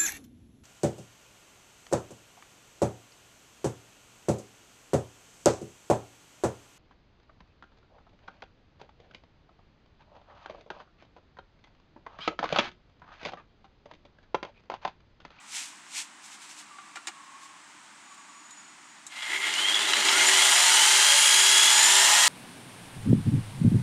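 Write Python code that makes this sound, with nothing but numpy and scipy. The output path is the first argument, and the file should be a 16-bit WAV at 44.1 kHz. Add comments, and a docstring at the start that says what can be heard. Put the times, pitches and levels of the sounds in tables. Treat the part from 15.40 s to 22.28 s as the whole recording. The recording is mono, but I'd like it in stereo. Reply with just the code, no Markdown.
"""A cord slides through a hand, clothes brush, and a jigsaw's shoe clacks down on a clamped chipboard panel.
The trigger clicks and the motor is eased up to speed. The crank rattles tool and board on every stroke,
the blade rasps, and the gear whine climbs through the resonances of the housing.
Short echoes come off the balcony; behind it the town murmurs, with a few faint, far squeals."""
import sys
import numpy as np
from scipy import signal
from scipy.fft import rfft, irfft, next_fast_len
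from scipy.io import wavfile
from scipy.ndimage import uniform_filter1d, map_coordinates

SR = 44100
rng = np.random.default_rng(int(sys.argv[2]) if len(sys.argv) > 2 else 0)


def wrap_up_sound(samples):
    """Save the sound to the file named by the first command line argument, as 16-bit audio."""
    columns = np.atleast_2d(samples).T
    # keep every value between -1 and 1, then stretch to whole-number steps
    tamed = np.clip(columns, -1, 1)
    steps = np.round(tamed * 32767).astype(np.int16)
    wavfile.write(sys.argv[1], SR, steps)


N = 303408
TIME = np.arange(N) / SR
FFT_SIZE = 2 * next_fast_len(N // 2 + SR // 4)
HZ = np.maximum(np.arange(FFT_SIZE // 2 + 1) * SR / FFT_SIZE, 1)

# The motor's run-up. Each row: time in seconds, mesh rate in gear teeth per second.
RUN_UP = [(3.695, 105), (3.755, 118), (3.77, 164), (3.93, 263), (4.24, 397), (4.33, 413), (4.43, 439),
          (4.58, 512), (4.79, 747), (5.16, 1307), (5.29, 1438), (5.46, 1534), (5.7, 1611), (5.86, 1634),
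          (6.17, 1666), (6.31, 1689), (6.52, 1802), (6.68, 1857), (6.88, 1893)]
CRANK_TEETH, PINION_TEETH, TEETH_PER_BOUNCE = 56, 4, 42.7
TAKE_UP_S = .025  # the drive takes up its play
# Depths of the tool's judder and the pinion's chatter at full slack; both shrink as the speed rises.
JUDDER_DB, PANEL_JUDDER_DB, WHINE_CHATTER_DB, HOUSING_CHATTER_DB = 1.5, 2.5, 5.5, 2.2
# Loudness with speed. Each law: relative top in dB, knee in teeth per second, dB per decade below it.
HOUSING_LAW, BLADE_LAW, SHOE_LAW = (-19, 675, 32.7), (-20, 990, 35.4), (-30.5, 930, 31.4)
PANEL_LAW, ROLLER_LAW = (-49.5, 600, 30), (-30.5, 380, 30)
# The broad tone of the sawing. Each row: frequency in Hz, relative level in dB.
SAW_TONE = [(53, -101), (90, -46), (350, -23), (381, -16), (504, -12.5), (562, -15), (864, -8),
            (1120, -6.5), (2090, 0.5), (2540, -1.5), (3290, 0), (4540, -10), (7140, 1), (9050, -5.5),
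            (15500, -22.5)]
# Resonances and hollows of tool and board. Each row: centre in Hz, width in Hz, lift in dB.
BODY_MODES = [(218, 40, 10), (316, 36, 13), (385.7, 17, 11), (505, 70, -11), (576, 22, 7.5), (648, 22, 4),
              (680, 22, -4), (712, 30, 6), (841, 20, 9.5), (897, 24, 9), (980, 26, 3.5), (1058, 24, 5),
              (1118, 40, -8), (1385, 70, 4.5), (1550, 30, -3.5), (1645, 80, 6.5), (1790, 40, 4),
              (1957, 34, 6), (2120, 90, 4), (2460, 60, -3), (2715, 60, 3.5), (2900, 90, 2), (3150, 270, 5),
              (3325, 70, 2), (4130, 430, 6), (4540, 690, 2.5), (4900, 290, 6), (5790, 70, 5), (6110, 70, 4),
              (6990, 90, 2.5), (7305, 70, 2), (8800, 150, 5), (9070, 690, 4.5), (11900, 480, -6)]
# The partials of the gear whine. Each row: multiple of the mesh rate, relative level at rest in dB,
# change at full speed in dB, mesh rate where it sets in, in teeth per second.
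WHINE_PARTIALS = [(1, -26.5, 16.5, 1500), (2, -19, 6.5, 620), (3, -12.5, 0, 860), (4, -19, 6, 1200),
                  (6, -23, 9, 1350), (6.5, -24, 6, 1720), (8, -1.5, -28, 235), (11, 2, -36, 860)]
# Resonances and hollows the whine climbs through. Each row: centre in Hz, width in Hz, lift in dB.
WHINE_MODES = [(1400, 150, 14), (1720, 200, -3), (2100, 150, 14), (2500, 500, -10), (3010, 130, 11),
               (3220, 140, 9), (3335, 90, 10), (3650, 200, -1), (4100, 200, 3), (4700, 1600, -6),
               (5000, 300, 3), (5830, 220, 2), (6950, 240, 11), (7280, 180, 7), (8870, 300, 9),
               (9830, 280, 12), (10350, 400, -7), (10830, 300, 10), (12000, 4000, -13), (13300, 300, 5)]
# The rattle lapses as the blade loses its bite. Each row: time in seconds, half length in seconds, dip in dB.
BITE_LAPSES = [(3.993, .012, -8), (4.34, .008, -4)]
# The blade snags and the shoe bumps the board. 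Each row: start in seconds, level in dB, treble in dB.
SNAGS = [(3.761, -36, -6), (3.823, -25, -7), (3.829, -27, -5), (4.138, -22, 2), (4.189, -24, -6),
         (4.346, -14, -6), (4.353, -18, -5), (4.392, -20, -1), (4.451, -22, -4), (4.534, -9, -10),
         (4.568, -18, -2), (4.61, -19, -5), (4.686, -11.5, -3), (4.692, -12.5, -2), (4.806, -13, -12),
         (4.887, -12, -12)]
# How firmly the shoe is pressed on the board. Each row: time in seconds, gain in dB.
SHOE_PRESSURE = [(4.6, 3.5), (5.4, -0.5), (6.12, -2.5), (6.35, -0.5), (6.66, 2.5), (6.88, 0.5)]
# The panel's boom sets in as the blade bites. Each row: time in seconds, relative level in dB.
PANEL_BOOM = [(3.85, -80), (3.9, -50), (4.15, -48.5), (4.62, -41), (4.87, -38.5), (5.15, -52),
              (5.56, -41.5), (5.74, -57), (6.14, -45), (6.38, -46), (6.66, -44.5), (6.88, -51)]
# The low modes of the clamped panel. Each row: pitch in Hz, t60 in seconds, gain in dB.
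PANEL_MODES = [(212, .1, -9), (318, .12, -7), (386, .27, 0), (578, .12, -6)]
# The board sings out as the shoe shifts. Each row: peak time, rise and fall in seconds, pitch in Hz,
# level in dB.
BOARD_RINGS = [(5.4, .3, .35, 897, -34.5), (5.75, .15, .15, 577, -42), (6.4, .18, .1, 833, -34.5),
               (6.72, .12, .16, 842, -32)]
# The modes of the guide roller. Each row: pitch in Hz, t60 in seconds, relative level in dB.
ROLLER_MODES = [(1447, .06, -7), (1974, .045, 3), (2100, .035, 10), (3270, .018, -1)]
# The roller's chatter flares and fades. Each row: time in seconds, gain in dB.
ROLLER_FLARE = [(3.7, -11), (3.78, -3), (3.86, 2), (3.9, -2), (3.97, 6.5), (3.99, 0), (4.02, 6), (4.09, 1),
                (4.16, -9), (4.28, -4), (4.37, -8), (4.47, -8), (4.6, -8), (4.72, -9), (4.82, 9),
                (4.92, -13), (5.2, -8)]

# The shoe is set on the board. Each row: start in seconds, relative level in dB, treble in dB,
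# t60 of the clatter in seconds, favoured pitch in Hz.
SHOE_TAPS = [(1.385, -42, -17, .06, 1200), (1.557, -39, -5, .11, 2400), (1.57, -37, -14, .065, 1350),
             (1.671, -32.5, 0, .063, 3600), (1.682, -34, -5, .07, 800)]
# The tone of the shoe's clatter. Each row: frequency in Hz, relative level in dB.
SHOE_TONE = [(120, -57), (200, -37), (335, -10), (495, -30), (815, -11), (1390, -9), (2450, -6),
             (2830, -17), (3200, -9), (3890, -6), (6290, -10), (7510, -6.5), (14000, -41)]
# Resonances and a hollow in that clatter. Each row: centre in Hz, width in Hz, lift in dB.
SHOE_MODES = [(754, 79, 13.5), (1160, 48, -2), (1860, 96, 7), (2874, 140, 18)]
# The board rings under a tap. Each row: pitch in Hz, t60 in seconds, relative level in dB.
WOOD_MODES = [(824, .07, -5), (1179, .11, -1), (1389, .1, 0), (2078, .08, -7), (2390, .07, -3),
              (2783, .06, -6), (3876, .04, 0)]
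# The trigger clicks. Each row: start in seconds, relative level in dB, treble in dB, t60 in seconds.
TRIGGER_CLICKS = [(2.745, -54, 4, 0.034), (3.108, -42.5, -3, 0.045), (3.666, -36.5, -3, 0.08)]
# The tone of the trigger. Each row: frequency in Hz, relative level in dB.
TRIGGER_TONE = [(880, -46), (1500, -20), (2940, -34), (3930, -2), (4770, -17), (7350, 1), (13100, -30),
                (15000, -55)]
# The cord runs through the hand. Each row: time of the fastest slide, rise and fall in seconds, level in dB.
CORD_PULLS = [(.168, 0.065, 0.12, -35), (0.586, 0.059, 0.049, -33)]
# Clothes brush as the arm moves. Each row: peak time in seconds, level in dB.
RUSTLES = [(.375, -59), (.86, -48), (.935, -48.5), (1.035, -48.5), (1.11, -47.5), (1.198, -46), (2.04, -52)]
# The tone of rubbing cord and cloth. Each row: frequency in Hz, relative level in dB.
RUB_TONE = [(410, -42), (700, -10), (1020, -9), (1120, -18), (1370, -5.5), (1690, -5.5), (2220, 1),
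            (4830, -1.5), (7600, 1.5), (9720, -7), (15500, -34)]

# The balance of the two microphone ports. Each row: frequency in Hz, left minus right in dB.
PORT_BALANCE = [(60, 0.0), (92, 0.0), (140, 0.0), (210, 0.0), (330, 0.0), (500, 0.0), (770, 0.35),
                (1170, 0.62), (1790, 0.77), (2740, 1), (4190, 1), (6410, 0.0), (9810, 0.0), (15000, 0.0)]
# The phase between the ports. Each row: frequency in Hz, lead of the left in radians.
PORT_LEAD = [(40, 0.1), (250, 0.4), (550, 0.6), (950, 0.6), (2200, 0.38), (4480, 0.12), (9300, 0.1),
             (10200, 0.7), (11500, 0.1), (15300, -0.0)]
# The tone of far traffic. Each row: frequency in Hz, relative level in dB.
TOWN_TONE = [(15, -76), (25, -34), (177, -7.5), (208, -3.5), (244, -5), (335, -7), (425, -12.5), (539, -13),
             (1130, -3.5), (1400, -2), (2080, -2), (4730, -11.5), (6500, -12.5), (7030, -14.5),
             (14000, -24.5)]
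# The stereo width of the traffic. Each row: frequency in Hz, side minus mid in dB.
TOWN_WIDTH = [(60, -11), (130, -21), (290, -15), (640, -9.5), (1410, -9), (3100, -11), (6820, -20.5),
              (15000, -12)]
# Resonances and hollows of the yard. Each row: centre in Hz, width in Hz, lift in dB.
YARD_MODES = [(80.5, 68, -3), (298.6, 21, 8), (485, 75, -9), (927, 550, 7.5), (8100, 3300, 11.5),
              (13050, 4000, -17)]
# Faint far squeals. Each row: start in seconds, length in seconds, pitch in Hz, level in dB.
SQUEALS = [(1.237, 0.32, 1162, -55.5), (1.685, 0.49, 1097, -54.5), (2.683, 0.34, 1135, -57),
           (2.6, 0.34, 6940, -61.5), (2.946, 0.38, 6910, -54.5), (3.424, 0.16, 6915, -59)]


def jigsaw():
    """Crank knocks and rasp shake panel, shoe and housing; the thin blade only rasps."""
    mesh, = in_time(RUN_UP)
    start_s = RUN_UP[0][0]
    teeth = np.cumsum(mesh * (TIME > start_s)) / SR
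    turns = teeth / CRANK_TEETH
    slack = 1 - mesh / np.max(mesh)  # slow gears run loose and rough
    judder = slack * np.cos(2 * np.pi * teeth / TEETH_PER_BOUNCE)  # the tool bounces on the board
    chatter = slack * np.cos(2 * np.pi * teeth / PINION_TEETH)  # the pinion, once a motor turn
    body_db = at_hz(SAW_TONE, HZ) + lift(BODY_MODES, HZ) + crowded_modes(ripple_db=2, spacing_hz=60)
    knocks = colour(crank_knocks(turns, jitter_s=.00005, uneven_db=1, reversal_db=-1), body_db)
    chips = colour(rasp(turns, stroke_db=.3, grain_db=1), body_db)
    board = panel_boom(knocks, chips, judder) + panel_hum(mesh, turns) + board_rings()
    shoe = shoe_rattle(mesh, turns, chips, judder, body_db)
    housing = housing_rattle(mesh, knocks, chips, slack, judder, chatter)
    roller = roller_chatter(mesh, knocks + chips, slack, judder)
    blade_db = speed_db(mesh, BLADE_LAW) + JUDDER_DB * judder - 1.76
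    blade = from_db(blade_db) * even(band(chips, 4670, 14100))
    gears = gear_whine(mesh, turns, slack, chatter)
    bite = from_db(sum(db * swell(s, half, half) for s, half, db in BITE_LAPSES))
    engaged = np.clip((TIME - start_s) / TAKE_UP_S, 0, 1)
    return (board + shoe + (housing + roller + gears) * bite + blade) * engaged + blade_snags(body_db)


def crank_knocks(turns, jitter_s, uneven_db, reversal_db, count=40):
    """Loose parts knock at the same crank angles every turn; reversal_db weights the stroke ends."""
    angles = (np.arange(count) + rng.random(count)) / count
    force = rng.choice([-1, 1], count) * from_db(reversal_db * np.cos(4 * np.pi * angles))
    when = np.interp(np.arange(256)[:, None] + angles, turns, TIME, right=-1)
    at = np.round((when + jitter_s * rng.standard_normal(when.shape)) * SR).astype(int)
    force = force * from_db(uneven_db * rng.standard_normal(when.shape))
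    heard = (at >= 0) & (at < N)
    return even(np.bincount(at[heard], force[heard], N))


def rasp(turns, stroke_db, grain_db):
    """Teeth tear chips out of the board, in a surge on each half stroke."""
    surge_db = stroke_db * np.cos(4 * np.pi * turns) + grain_db * drift(700)
    return even(rng.standard_normal(N) * from_db(surge_db))


def gear_whine(mesh, turns, slack, chatter, sway=.28, throb_db=3, wander=.17, flutter_db=2.2):
    """Gear teeth sing; each half stroke loads them, which puts side lines on every partial."""
    load = np.cos(4 * np.pi * turns)
    phase = 2 * np.pi * CRANK_TEETH * turns + sway * load + wander * (1 + slack) * drift(70)
    tone = np.zeros(N)
    for k, level_db, rise_db, onset in WHINE_PARTIALS:
        swell_db = level_db + rise_db * (1 - slack) + lift(WHINE_MODES, k * mesh)
        gain = from_db(swell_db + flutter_db * drift(140)) / (1 + (onset / mesh) ** 24)
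        tone += gain * np.sqrt(2) * np.sin(k * phase)
    # Narrow high modes break up the upper partials.
    ripple_db = crowded_modes(ripple_db=4, spacing_hz=60) * np.minimum(HZ / 10000, 1)
    tone = colour(tone * from_db(WHINE_CHATTER_DB * chatter), ripple_db)
    tone = band(tone, 1250, 12500)  # the small housing radiates no bass and muffles the very top
    return from_db(speed_db(mesh, HOUSING_LAW)) * tone * rms_one(from_db(throb_db * load))


def housing_rattle(mesh, knocks, chips, slack, judder, chatter):
    """The housing carries rasp and knocks in the upper mids, roughened by the slack pinion."""
    level_db = speed_db(mesh, HOUSING_LAW) + JUDDER_DB * judder + HOUSING_CHATTER_DB * chatter
    return from_db(level_db - 3.5 - .22 * slack) * even(band(knocks + from_db(6.5) * chips, 965, 4400))


def blade_snags(body_db, t60=.03):
    """The blade catches and the shoe bumps the board in short, hard knocks."""
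    return band(taps([(*row, t60) for row in SNAGS], body_db, treble_hz=4530), 220, 6900)


def shoe_rattle(mesh, turns, chips, judder, body_db):
    """The shoe bounces with the crank, louder the more firmly it is pressed down."""
    bounces = colour(crank_knocks(turns, jitter_s=.0001, uneven_db=2.5, reversal_db=0), body_db)
    level_db = speed_db(mesh, SHOE_LAW) + in_time(SHOE_PRESSURE)[0] + JUDDER_DB * judder - 1
    return from_db(level_db) * even(band(bounces + from_db(-7) * chips, 550, 1200))


def roller_chatter(mesh, shaking, slack, judder):
    """The guide roller is shaken into ringing while the saw runs slowly."""
    level_db = speed_db(mesh, ROLLER_LAW) + in_time(ROLLER_FLARE)[0] + JUDDER_DB * judder
    return from_db(level_db) * slack * even(ring(shaking, ROLLER_MODES))


def panel_boom(knocks, chips, judder):
    """The panel booms with the low end of the knocks and a little rasp."""
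    level_db = in_time(PANEL_BOOM)[0] + PANEL_JUDDER_DB * judder - 1.5
    return from_db(level_db) * even(band(knocks + from_db(-9) * chips, 33, 460))


def panel_hum(mesh, turns):
    """Each up-stroke lifts the panel; it hums when a multiple of the stroke rate meets a mode."""
    thumps = np.diff(np.floor(turns), prepend=0) * from_db(2.2 * drift(5))
    return from_db(speed_db(mesh, PANEL_LAW)) * band(ring(thumps, PANEL_MODES), 180, 880)


def board_rings(t60=.16):
    """The scraping shoe keeps one board mode ringing unevenly for a moment."""
    return sum(from_db(db) * swell(s, rise, fall) * even(ring(rng.standard_normal(N), [(hz, t60, 0)]))
               for s, rise, fall, hz, db in BOARD_RINGS)


def handling():
    """The cord is pulled clear, clothes brush, the shoe is set down, the trigger is squeezed."""
    cord = rubbing(sum(from_db(db) * swell(s, rise, fall) for s, rise, fall, db in CORD_PULLS))
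    clothes = rubbing(sum(from_db(db) * swell(s, rise_s=.04, fall_s=.04) for s, db in RUSTLES))
    trigger = from_db(1) * taps(TRIGGER_CLICKS, at_hz(TRIGGER_TONE, HZ))
    return cord + clothes + shoe_knocks() + trigger


def shoe_knocks(db_per_octave=13):
    """Each tap is a short clatter and a woody ring; where it lands decides which modes speak."""
    tone_db = at_hz(SHOE_TONE, HZ) + lift(SHOE_MODES, HZ)
    clatter = from_db(4.5) * taps([row[:4] for row in SHOE_TAPS], tone_db, treble_hz=2420)
    wood = np.zeros(N)
    for start, tap_db, _, _, favoured_hz in SHOE_TAPS:
        age = np.clip(TIME - start, 0, 1)
        for hz, t60, mode_db in WOOD_MODES:
            away_db = db_per_octave * abs(np.log2(hz / favoured_hz))
            wood += from_db(tap_db + mode_db - away_db - 60 * age / t60) * np.sin(2 * np.pi * hz * age)
    return clatter + band(wood, 650, 9000)


def rubbing(motion, grain_db=1):
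    """Cord or cloth catches and slips over skin in tiny steps."""
    grains = rng.standard_normal(N) * from_db(grain_db * drift(450))
    return motion * rms_one(colour(grains, at_hz(RUB_TONE, HZ)))


def ports(x):
    """Near sounds reach the two ports with a small difference in level and phase."""
    half = from_db(at_hz(PORT_BALANCE, HZ) / 2) * np.exp(.5j * at_hz(PORT_LEAD, HZ))
    return irfft(rfft(x, FFT_SIZE) * np.array([half, 1 / half]), FFT_SIZE)[:, :N]


def balcony(x, echo_db, t60, count=40):
    """Floor, wall and railing send back sparse, thin echoes, different on each side."""
    delay_s = rng.uniform(.0024, .058, (2, count))
    strength = rng.choice([-1, 1], delay_s.shape) * from_db(-60 * delay_s / t60)
    echoes = np.zeros((2, SR // 4))
    echoes[[[0], [1]], (delay_s * SR).astype(int)] = strength
    echoes *= from_db(echo_db) / np.sqrt(np.sum(echoes ** 2) / 2)
    return signal.fftconvolve(band(x, 490, 25000)[None], echoes, axes=1)[:, :N]


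def traffic(mid_db):
    """Far traffic murmurs in the yard, a little different at each port."""
    tone_db = at_hz(TOWN_TONE, HZ) + lift(YARD_MODES, HZ)
    mid, side = rms_one(colour(rng.standard_normal((2, N)), tone_db))
    return from_db(mid_db) * (mid + colour(side, at_hz(TOWN_WIDTH, HZ)) * [[1], [-1]])


def squeals(blur_hz=75.2, direct=1.2, fade_s=.13):
    """Far tones swell, hold and fade, smeared by their many paths between the houses."""
    paths = rms_one(np.abs(direct + drift(blur_hz) + 1j * drift(blur_hz)))
    smear = drift(blur_hz)
    out = np.zeros(N)
    for start, length, hz, level_db in SQUEALS:
        fade = np.clip(np.minimum(TIME - start, start + length - TIME) / fade_s + .5, 0, 1)
        out += from_db(level_db) * fade * np.sqrt(2) * np.cos(2 * np.pi * hz * TIME + smear)
    return paths * out


def taps(rows, tone_db, treble_hz=3000):
    """Contacts on one object: each is a dying crowd of modes with its own share of treble."""
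    out = np.zeros(N)
    for start, level_db, treble_db, t60 in rows:
        age = TIME - start
        hit = (age >= 0) * from_db(level_db - 60 * np.clip(age / t60, 0, 3)) * rng.standard_normal(N)
        dull = signal.sosfilt(signal.butter(2, treble_hz, fs=SR, output="sos"), hit)
        out += dull + from_db(treble_db) * (hit - dull)
    return colour(out, tone_db - 10 * np.log10(np.mean(from_db(tone_db) ** 2)))


def ring(force, modes):
    """A force drives a set of decaying modes."""
    out = np.zeros(N)
    for hz, t60, gain_db in modes:
        radius, angle = from_db(-60 / (t60 * SR)), 2 * np.pi * hz / SR
        poles = [1, -2 * radius * np.cos(angle), radius * radius]
        out += from_db(gain_db) * signal.lfilter([1, 0, -1], poles, force + 1e-18)
    return out


def crowded_modes(ripple_db, spacing_hz):
    """Countless narrow high modes leave a fine ripple on the response, in dB."""
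    ripple = map_coordinates(rng.standard_normal(1024), [HZ / spacing_hz], order=2, mode="wrap")
    return ripple_db * rms_one(ripple) * HZ / (HZ + 2000)


def speed_db(mesh, law):
    """A part grows louder with motor speed and levels off above a knee."""
    top_db, knee, slope_db = law
    return top_db - slope_db * np.log10(1 + (knee / mesh) ** 4) / 4


def swell(peak_s, rise_s, fall_s):
    """A smooth rise and fall of height 1."""
    late = TIME - peak_s
    return 1 / (1 + (late / np.where(late < 0, rise_s, fall_s)) ** 2) ** 2


def drift(rate):
    """A smooth random wobble of rms 1, with `rate` new values a second."""
    return rms_one(map_coordinates(rng.standard_normal(8192), [TIME * rate], order=2, mode="wrap"))


def colour(x, gain_db):
    """Minimum-phase filter: resonances ring after their cause."""
    cepstrum = irfft(gain_db * np.log(10) / 20)[:FFT_SIZE // 2]
    cepstrum[1:] *= 2
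    return irfft(rfft(x, FFT_SIZE) * np.exp(rfft(cepstrum, FFT_SIZE)))[..., :N]


def band(x, low_hz, high_hz):
    """Steep band-pass."""
    edges_hz = [low_hz, min(high_hz, .45 * SR)]
    return signal.sosfilt(signal.butter(4, edges_hz, "band", fs=SR, output="sos"), x)


def even(x):
    """Hold the slow level at rms 1, keeping the single blows."""
    return x / np.sqrt(np.abs(uniform_filter1d(x ** 2, size=4000)) + 1e-6 * np.mean(x ** 2))


def lift(modes, hz):
    """Gain in dB of a set of resonances."""
    return sum(db / (1 + (2 * (hz - centre) / width) ** 2) for centre, width, db in modes)


def at_hz(points, hz):
    """Read a curve on a log-frequency axis."""
    point_hz, value = np.transpose(points)
    return np.interp(np.log(hz), np.log(point_hz), value)


def in_time(rows):
    """One control per column, a value for every sample."""
    seconds, *columns = np.transpose(rows)
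    return [np.interp(TIME, seconds, column) for column in columns]


def rms_one(x):
    """Scale to rms 1."""
    return x / np.sqrt(np.mean(x ** 2) + 1e-20)


def from_db(db):
    """Decibels to gain."""
    return 10 ** (np.asarray(db) / 20)


def scene():
    """The saw close by, the town behind it."""
    near = jigsaw() + handling()
    return ports(near) + balcony(near, echo_db=-20, t60=.094) + traffic(mid_db=-51.5) + squeals()


def record(dry, cutoff_hz=15500):
    """The top is cut steeply."""
    return signal.sosfilt(signal.ellip(10, .1, 90, cutoff_hz, fs=SR, output="sos"), dry)


dry = scene()
out = record(dry)
wrap_up_sound(out)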